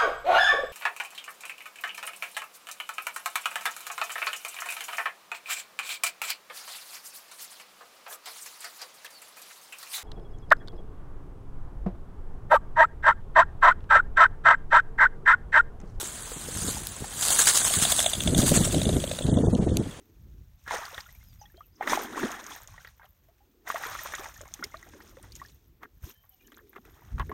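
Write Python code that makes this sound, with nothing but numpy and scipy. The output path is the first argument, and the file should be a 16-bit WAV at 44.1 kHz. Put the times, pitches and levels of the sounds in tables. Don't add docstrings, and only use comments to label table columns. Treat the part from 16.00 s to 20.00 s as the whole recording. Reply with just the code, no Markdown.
import sys
import numpy as np
from scipy import signal
from scipy.fft import rfft, irfft
from scipy.io import wavfile
from scipy.ndimage import uniform_filter1d

SR = 44100
rng = np.random.default_rng(int(sys.argv[2]) if len(sys.argv) > 2 else 0)


def voltage_ratio(decibels):
    exponent = np.asarray(decibels, float) / 20
    return 10 ** exponent


def transcribe(signal):
    frames = np.atleast_2d(signal).T
    limited = np.clip(frames, -1, 1)
    pcm = np.round(limited * 32767).astype(np.int16)
    wavfile.write(sys.argv[1], SR, pcm)


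N = 176400


def evened(x):
    return x / np.sqrt(np.mean(x ** 2) + 1e-20)


def curve(points):
    s, db = np.transpose(points)
    return voltage_ratio(np.interp(np.arange(N) / SR, s, db))


def colour(x, points):
    f, db = np.transpose(points)
    log_hz = np.log(np.fft.rfftfreq(N, 1 / SR) + 1)
    gain = voltage_ratio(np.interp(log_hz, np.log(f + 1), db))
    return evened(irfft(rfft(x) * gain, N))


def wander(span_s):
    size = max(int(span_s * SR), 2)
    return evened(uniform_filter1d(uniform_filter1d(rng.standard_normal(N), size), size))


def add(mix, s, sound):
    part = mix[max(round(s * SR), 0):][:len(sound)]
    part += sound[:len(part)]


def bursts(rows, rise_s, gain_db, order):
    out, t = np.zeros(N), np.arange(0, .2, 1 / SR)
    for s, db, length_s in rows:
        swell = np.minimum(t / rise_s, 1) * np.exp(-(t / length_s) ** order)
        add(out, s - rise_s / 2, voltage_ratio(db + gain_db) * swell)
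    return out


# f/Hz, density/dB
AIR = [(18, -17), (30, 11.5), (103, 7), (311, -2.5), (1400, -6), (2500, -12.5), (4190, -18.5), (6500, -11),
       (8080, -27), (16000, -36)]
AIR_DB = -45.5


def hush():
    return voltage_ratio(AIR_DB + 1.0 * wander(0.011)) * colour(rng.standard_normal(N), AIR)


PATCH_DB = 2.5


def patchy(x):
    z = signal.stft(x, nperseg=256)[2]
    patches = rng.standard_normal(z.shape[::-1])
    patches = uniform_filter1d(uniform_filter1d(patches, size=5, axis=0), size=6, axis=1).T
    return evened(signal.istft(z * voltage_ratio(PATCH_DB * evened(patches)), nperseg=256)[1][:N])


# t/s, level/dB
STIR = [(0, -32), (.13, -40.5), (.45, -40), (.69, -30), (.82, -41), (1.1, -42), (1.2, -31.5), (1.26, -24),
        (1.6, -26), (2.03, -29), (2.18, -35.5), (2.36, -36.5), (2.42, -30), (2.6, -31.5), (2.8, -36.5),
        (3.2, -41), (3.4, -49.5), (4, -54)]
# t/s, level/dB, length/s
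THRASH = [(1.224, -18, 0.024), (1.295, -13.5, 0.036), (1.388, -6.5, 0.046), (1.470, -3, 0.039),
          (1.548, -10.5, 0.057), (1.646, -10, 0.036), (1.728, -12.5, 0.029), (1.818, -10.5, 0.042),
          (1.900, -11, 0.033), (1.975, -14.5, 0.039), (2.378, -15.5, 0.049), (2.463, -10, 0.049),
          (2.540, -9.5, 0.047), (2.645, -12.5, .018), (2.722, -15, .015)]
# f/Hz, density/dB
RUSTLE = [(250, -18.5), (538, -10.5), (1610, -7), (2400, -14), (4190, -8), (6300, -1), (8260, 0),
          (10800, -5), (12000, -10), (16000, -13)]
THRASH_DB, THRASH_RISE_S = -15, 0.008
CRACKLES_PER_S, CRACKLE_SPREAD_DB, CRACKLE_SHARE = 3000, 3.5, .7


def brush():
    spread_db = CRACKLE_SPREAD_DB * np.minimum(rng.exponential(1, N), 4)
    size = voltage_ratio(spread_db) * (rng.random(N) < CRACKLES_PER_S / SR)
    kind, t, grains = rng.integers(0, 16, N), np.arange(200) / SR, np.zeros(N)
    for k, hz in enumerate(np.geomspace(900, 14000, 16)):
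        grain = np.sin(2 * np.pi * hz * t) * np.exp(-t * (900 + hz / 8)) * np.sqrt(hz)
        grains += signal.oaconvolve(size * (kind == k), grain)[:N]
    crackle, hiss = evened(grains), rng.standard_normal(N)
    flutter = voltage_ratio(1.8 * wander(0.002) + .4 * wander(0.029))
    soft = patchy(colour(CRACKLE_SHARE / 3 * crackle + hiss, RUSTLE))
    sharp = patchy(colour(CRACKLE_SHARE * crackle + hiss, RUSTLE))
    beats = bursts(THRASH, THRASH_RISE_S, THRASH_DB, order=4)
    return flutter * (soft * curve(STIR) + sharp * beats)


# t/s, level/dB, f/Hz
KNOCKS = [(0.029, -25, 370), (0.317, -29, 468), (0.485, -27, 476), (0.769, -26, 850), (1.042, -26.5, 790),
          (1.302, -21, 757), (1.391, -17.5, 1630), (1.615, -22.5, 1560), (1.667, -25, 975),
          (1.739, -22.5, 1190)]


def knocks():
    out, t = np.zeros(N), np.arange(0, .03, 1 / SR)
    for s, db, hz in KNOCKS:
        shape = np.minimum(t / 0.0018, 1) * np.exp(-t / 0.0042)
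        noise = uniform_filter1d(rng.standard_normal(len(t)), size=14)
        add(out, s, voltage_ratio(db) * shape * (np.sin(2 * np.pi * hz * t) + 1.5 * noise))
    return out


# t/s, level/dB
WIND = [(0, -66), (.3, -62), (.4, -42), (.68, -30), (.95, -46.5), (1.35, -43), (1.72, -40), (1.8, -28.5),
        (2.13, -40), (2.28, -18.5), (2.55, -19.5), (2.7, -20), (2.93, -18.5), (3.18, -36), (3.3, -17),
        (3.8, -19), (3.92, -42), (4, -43)]
# f/Hz, density/dB
BUFFET = [(12, -40), (20, -7), (86, 4.5), (240, 0), (420, -8), (700, -20.5), (1180, -46), (2500, -91),
          (3250, -103), (5500, -120)]
# t/s, level/dB, length/s
PUFFS = [(0.364, -27, 0.014), (0.613, -36, 0.02), (0.68, -27.5, 0.034), (1.008, -30, 0.027),
         (1.769, -26, 0.022), (2.274, -25.5, 0.016), (2.3, -24, 0.022), (2.369, -12, 0.013),
         (2.384, -7, 0.017), (2.424, -14, 0.039), (2.513, -8.5, 0.025), (2.571, -17, 0.031),
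         (2.599, -17.5, 0.032), (2.748, -12.5, 0.032), (2.864, -6, 0.011), (2.896, -14, 0.01),
         (2.923, -22, 0.016), (2.943, -23, 0.017), (2.959, -18, 0.028), (3.25, -21, 0.03),
         (3.283, -10.5, 0.019), (3.323, -12.5, 0.024), (3.361, -11.5, 0.034), (3.4, -8, 0.016),
         (3.437, -9, 0.019), (3.471, -6.5, 0.019), (3.527, -17, 0.025), (3.546, -12, 0.021),
         (3.587, -16, 0.03), (3.624, -16.5, 0.021), (3.666, -13.5, 0.027), (3.718, -11, 0.012),
         (3.759, -30, 0.012), (3.78, -21, 0.014), (3.8, -20.5, 0.024), (3.86, -28.5, 0.021),
         (3.989, -26.5, 0.016)]
PUFF_DB, PUFF_BRIGHT, PORT_LIMIT = -7, 4.5, .3


def wind():
    bed = colour(rng.standard_normal(N) * voltage_ratio(3.2 * wander(0.0043)), BUFFET)
    bright = evened(bed + PUFF_BRIGHT * np.gradient(bed) * 10)
    push = bed * voltage_ratio(-8 + 2.0 * wander(0.0098)) * curve(WIND)
    push = push + bright * bursts(PUFFS, 0.0085, PUFF_DB, order=3)
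    limited = np.tanh(push / PORT_LIMIT)
    return colour(limited, [(12, -0.5), (900, -3.5), (1400, -6), (16000, -74)]) * np.std(push)


# t/s, level/dB, centre f/Hz, decay/s
SNAPS = [(0.8704, -13.5, 8290, 0.0007), (1.2844, -8, 8540, 0.00061), (1.39, -28, 6650, 0.00051),
         (1.4004, -11, 8440, 0.0007), (1.421, 9, 8080, 0.00082), (1.477, -1, 8500, 0.0011),
         (1.4818, 2, 8400, 0.001), (1.5604, -11, 7950, 0.0008), (1.5754, 3, 8700, 0.00088),
         (1.7389, -5, 8400, 0.0007), (1.944, -18, 8080, 0.00081), (2.0034, -3.5, 7750, 0.00082),
         (2.0124, -23, 7800, 0.00058), (2.028, -8.5, 6800, 0.00075), (2.0986, -11, 8230, 0.00083),
         (2.1535, -21, 6850, 0.0007), (2.1859, -28, 3430, 0.00053), (2.2364, -11.5, 6950, 0.0007),
         (2.3296, -27, 3360, 0.00029), (2.38, -5, 7940, 0.0007), (2.5176, -9, 7100, 0.00078),
         (2.5401, -11, 7990, 0.0007), (2.7252, -15, 6940, 0.0007), (3.5508, -24, 4130, 0.00098),
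         (3.7706, -10, 7870, 0.00099), (3.879, -40, 3240, 0.0007), (3.897, -37, 3480, 0.0007)]
# t/s, level/dB, centre f/Hz, decay/s
SCRAPES = [(1.4562, -9, 8600, .004), (1.9651, -9, 7900, .003), (1.9195, -5, 12000, .002),
           (0.8705, -20, 13000, .002), (3.7702, -14, 3200, .0008), (3.7703, -16, 5500, .0006),
           (3.097, -21, 7500, .0015), (2.612, -15, 7500, .002), (1.3912, -5, 7000, .0015),
           (1.8245, -7, 7300, .003), (2.4932, -6, 8600, .0006)]
SNAP_DB, SNAP_MAX_DB = -3, -4


def twigs():
    out, t = np.zeros(N), np.arange(0, .03, 1 / SR)
    for s, db, hz, decay_s in [*SNAPS, *SCRAPES]:
        band = signal.butter(1, [0.65 * hz, min(1.35 * hz, 16000)], "band", fs=SR)
        snap = np.exp(-t / max(decay_s, 2e-4)) * signal.lfilter(*band, rng.standard_normal(len(t)))
        add(out, s, voltage_ratio(min(db, SNAP_MAX_DB) + SNAP_DB) * snap / abs(snap).max())
    return out


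# multiple of stroke f, level/dB
FEATHERS = [(4, -8), (5, 2.5), (6, -36), (9, 0.5), (11, -10), (12, 3)]
FLUSH_S = 1.8514
STROKE_HZ, UP_HZ, STROKE_S = 743, 796, 0.0089
WHOOSH_DB, UP_WHOOSH_DB = -18, -9
RAGGED, SAG = .25, .19
THUMP_SHARE, THUMP_SAG_PER_S = 0.97, .1
DULL_DB_PER_S = -3


def stroke(s, hz, whistle_db, thump_db, air_db=WHOOSH_DB):
    flown_s = s - FLUSH_S
    u = np.arange(0, 1, 1 / (STROKE_S * SR))
    draw = rng.random(9)
    turn = 2 * np.pi * np.cumsum(hz * (1 + 0.096 * (draw[0] - .5)) * (1 - SAG * u)) / SR
    whistle = np.zeros(len(u))
    for (k, db), p in zip(FEATHERS, draw[1:]):
        partial_db = db - 9 + 5.0 * (p - .5) + DULL_DB_PER_S * flown_s * (k > 6)
        whistle += voltage_ratio(partial_db) * np.sin(k * turn + 2 * np.pi * p)
    band = signal.butter(1, [1000, 5500], "band", fs=SR)
    air = voltage_ratio(air_db) * 2 * signal.lfilter(*band, rng.standard_normal(len(u)))
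    rough = 1 + RAGGED * 4 * uniform_filter1d(rng.standard_normal(len(u)), size=30)
    thump_turn = (THUMP_SHARE - THUMP_SAG_PER_S * flown_s) * turn * STROKE_HZ / hz
    thump = voltage_ratio(thump_db) * np.sin(thump_turn)
    shape = np.sin(np.pi * u ** 0.57) ** 1.4
    return voltage_ratio(whistle_db) * shape * (0.69 * whistle * rough + air + thump)


# t/s, whistle level/dB, thump re whistle/dB
DOWN = [(1.8514, -14, -11.5), (1.921, -16, -8.5), (1.9909, -14, -8), (2.0619, -12.5, -5),
        (2.1337, -13.5, -15), (2.2045, -16, -22), (2.2752, -14.5, -9.5), (2.3472, -18, -10),
        (2.4189, -21, -4), (2.4907, -25, -21), (2.5631, -25, 0), (2.6354, -20, -28), (2.7097, -25.5, -12),
        (2.7806, -23.5, -3), (2.8534, -22, -7), (2.9277, -27, -20), (3.001, -26.5, -14),
        (3.0749, -30.5, -7), (3.1494, -32, -16), (3.2218, -29, -17), (3.2958, -32, -24), (3.3695, -30, -22),
        (3.4454, -37.5, -27), (3.5209, -55, -16), (3.6124, -43, -7), (3.689, -39, -22.5), (3.837, -41, -13),
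        (3.9105, -39.5, -16)]
# t/s, whistle level/dB, thump re whistle/dB
UP = [(1.7074, -35.5, 7.5), (1.7988, -26, -9), (2.0424, -23, -4), (2.6744, -34, 9), (2.7444, -22.5, 2.5),
      (2.8165, -23, -0.5), (2.8908, -25, 4.5), (2.9652, -29, -1), (3.0395, -26.5, 5), (3.1138, -24.5, 2),
      (3.1344, -36, 4.5), (3.1872, -24.5, -4.5), (3.2094, -40, 13.5), (3.2655, -32, -11),
      (3.3403, -35.5, -15)]
LAG_S, SECOND_DB, SECOND_GAIN_DB_PER_S = 0.016, -17, 10


def wings():
    out = np.zeros(N)
    for s, db, thump_db in DOWN:
        add(out, s - .001, stroke(s, STROKE_HZ, db, thump_db))
        second_db = min(SECOND_DB + SECOND_GAIN_DB_PER_S * (s - FLUSH_S), -3)
        add(out, s + LAG_S, stroke(s, STROKE_HZ, db + second_db, -6.5))
    for s, db, thump_db in UP:
        add(out, s - .001, stroke(s, UP_HZ, db, thump_db, UP_WHOOSH_DB))
    return out


def scene():
    return (hush() + brush() + knocks() + wind() + twigs() + wings())[None]


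# f/Hz, level/dB
STARVE = [(1200, -56), (2400, -44), (3600, -51.5), (5200, -51.5), (6500, -61), (8000, -58.5),
          (11000, -52.5), (15500, -44)]
# f/Hz, level/dB
THIN = [(1500, -30), (2400, -14), (3400, -16), (4300, -7), (5600, -2), (6500, -10), (9500, -9), (11800, -6),
        (16000, -16)]
STARVE_SLOPE, EDGE_HZ = 1.7, 15780


def starve(x):
    hz, _, z = signal.stft(x, SR, "cosine", nperseg=2048)
    line_hz = hz[:, None]
    power = abs(z) ** 2
    padded = np.vstack([power, power[-15:]])
    band = np.repeat(padded.reshape(65, 16, -1).mean(1), 16, 0)[:1025]
    jitter_db = np.repeat(rng.standard_normal((power.shape[1], 65)).T, 16, 0)[:1025]
    loud_db = 10 * np.log10(power.sum(0) + 1e-12) + 25
    limit_db = np.interp(line_hz, *np.transpose(STARVE)) - 28 + STARVE_SLOPE * loud_db + 2.8 * jitter_db
    thin_db = 2 * np.interp(line_hz, *np.transpose(THIN)) + 6.0 * jitter_db
    thin = power[300:480].mean(0) * voltage_ratio(thin_db)
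    strong = (band > voltage_ratio(2 * limit_db)) & (power > thin)
    onset = band > 30 * np.roll(band, 2, axis=1)
    keep = strong | onset | (line_hz < 1200)
    return signal.istft(z * keep * (line_hz < EDGE_HZ), SR, "cosine", nperseg=2048)[1][:N]


# f/Hz, width/Hz, level/dB
MIC = [(2520, 560, -1), (3246, 1120, 5), (5680, 655, -3.5), (8230, 280, 2.5)]


def microphone(x):
    hz = np.fft.rfftfreq(N, 1 / SR)
    mic_db = sum(db * np.exp(-((hz - f) / w) ** 2) for f, w, db in MIC)
    return irfft(rfft(x) * voltage_ratio(mic_db), N)


def top_cut(x):
    return signal.sosfilt(signal.butter(12, 16520, fs=SR, output="sos"), x)


def record(dry):
    mix = starve(microphone(dry[0]))[None]
    return top_cut(mix)


dry = scene()
out = record(dry)
transcribe(out)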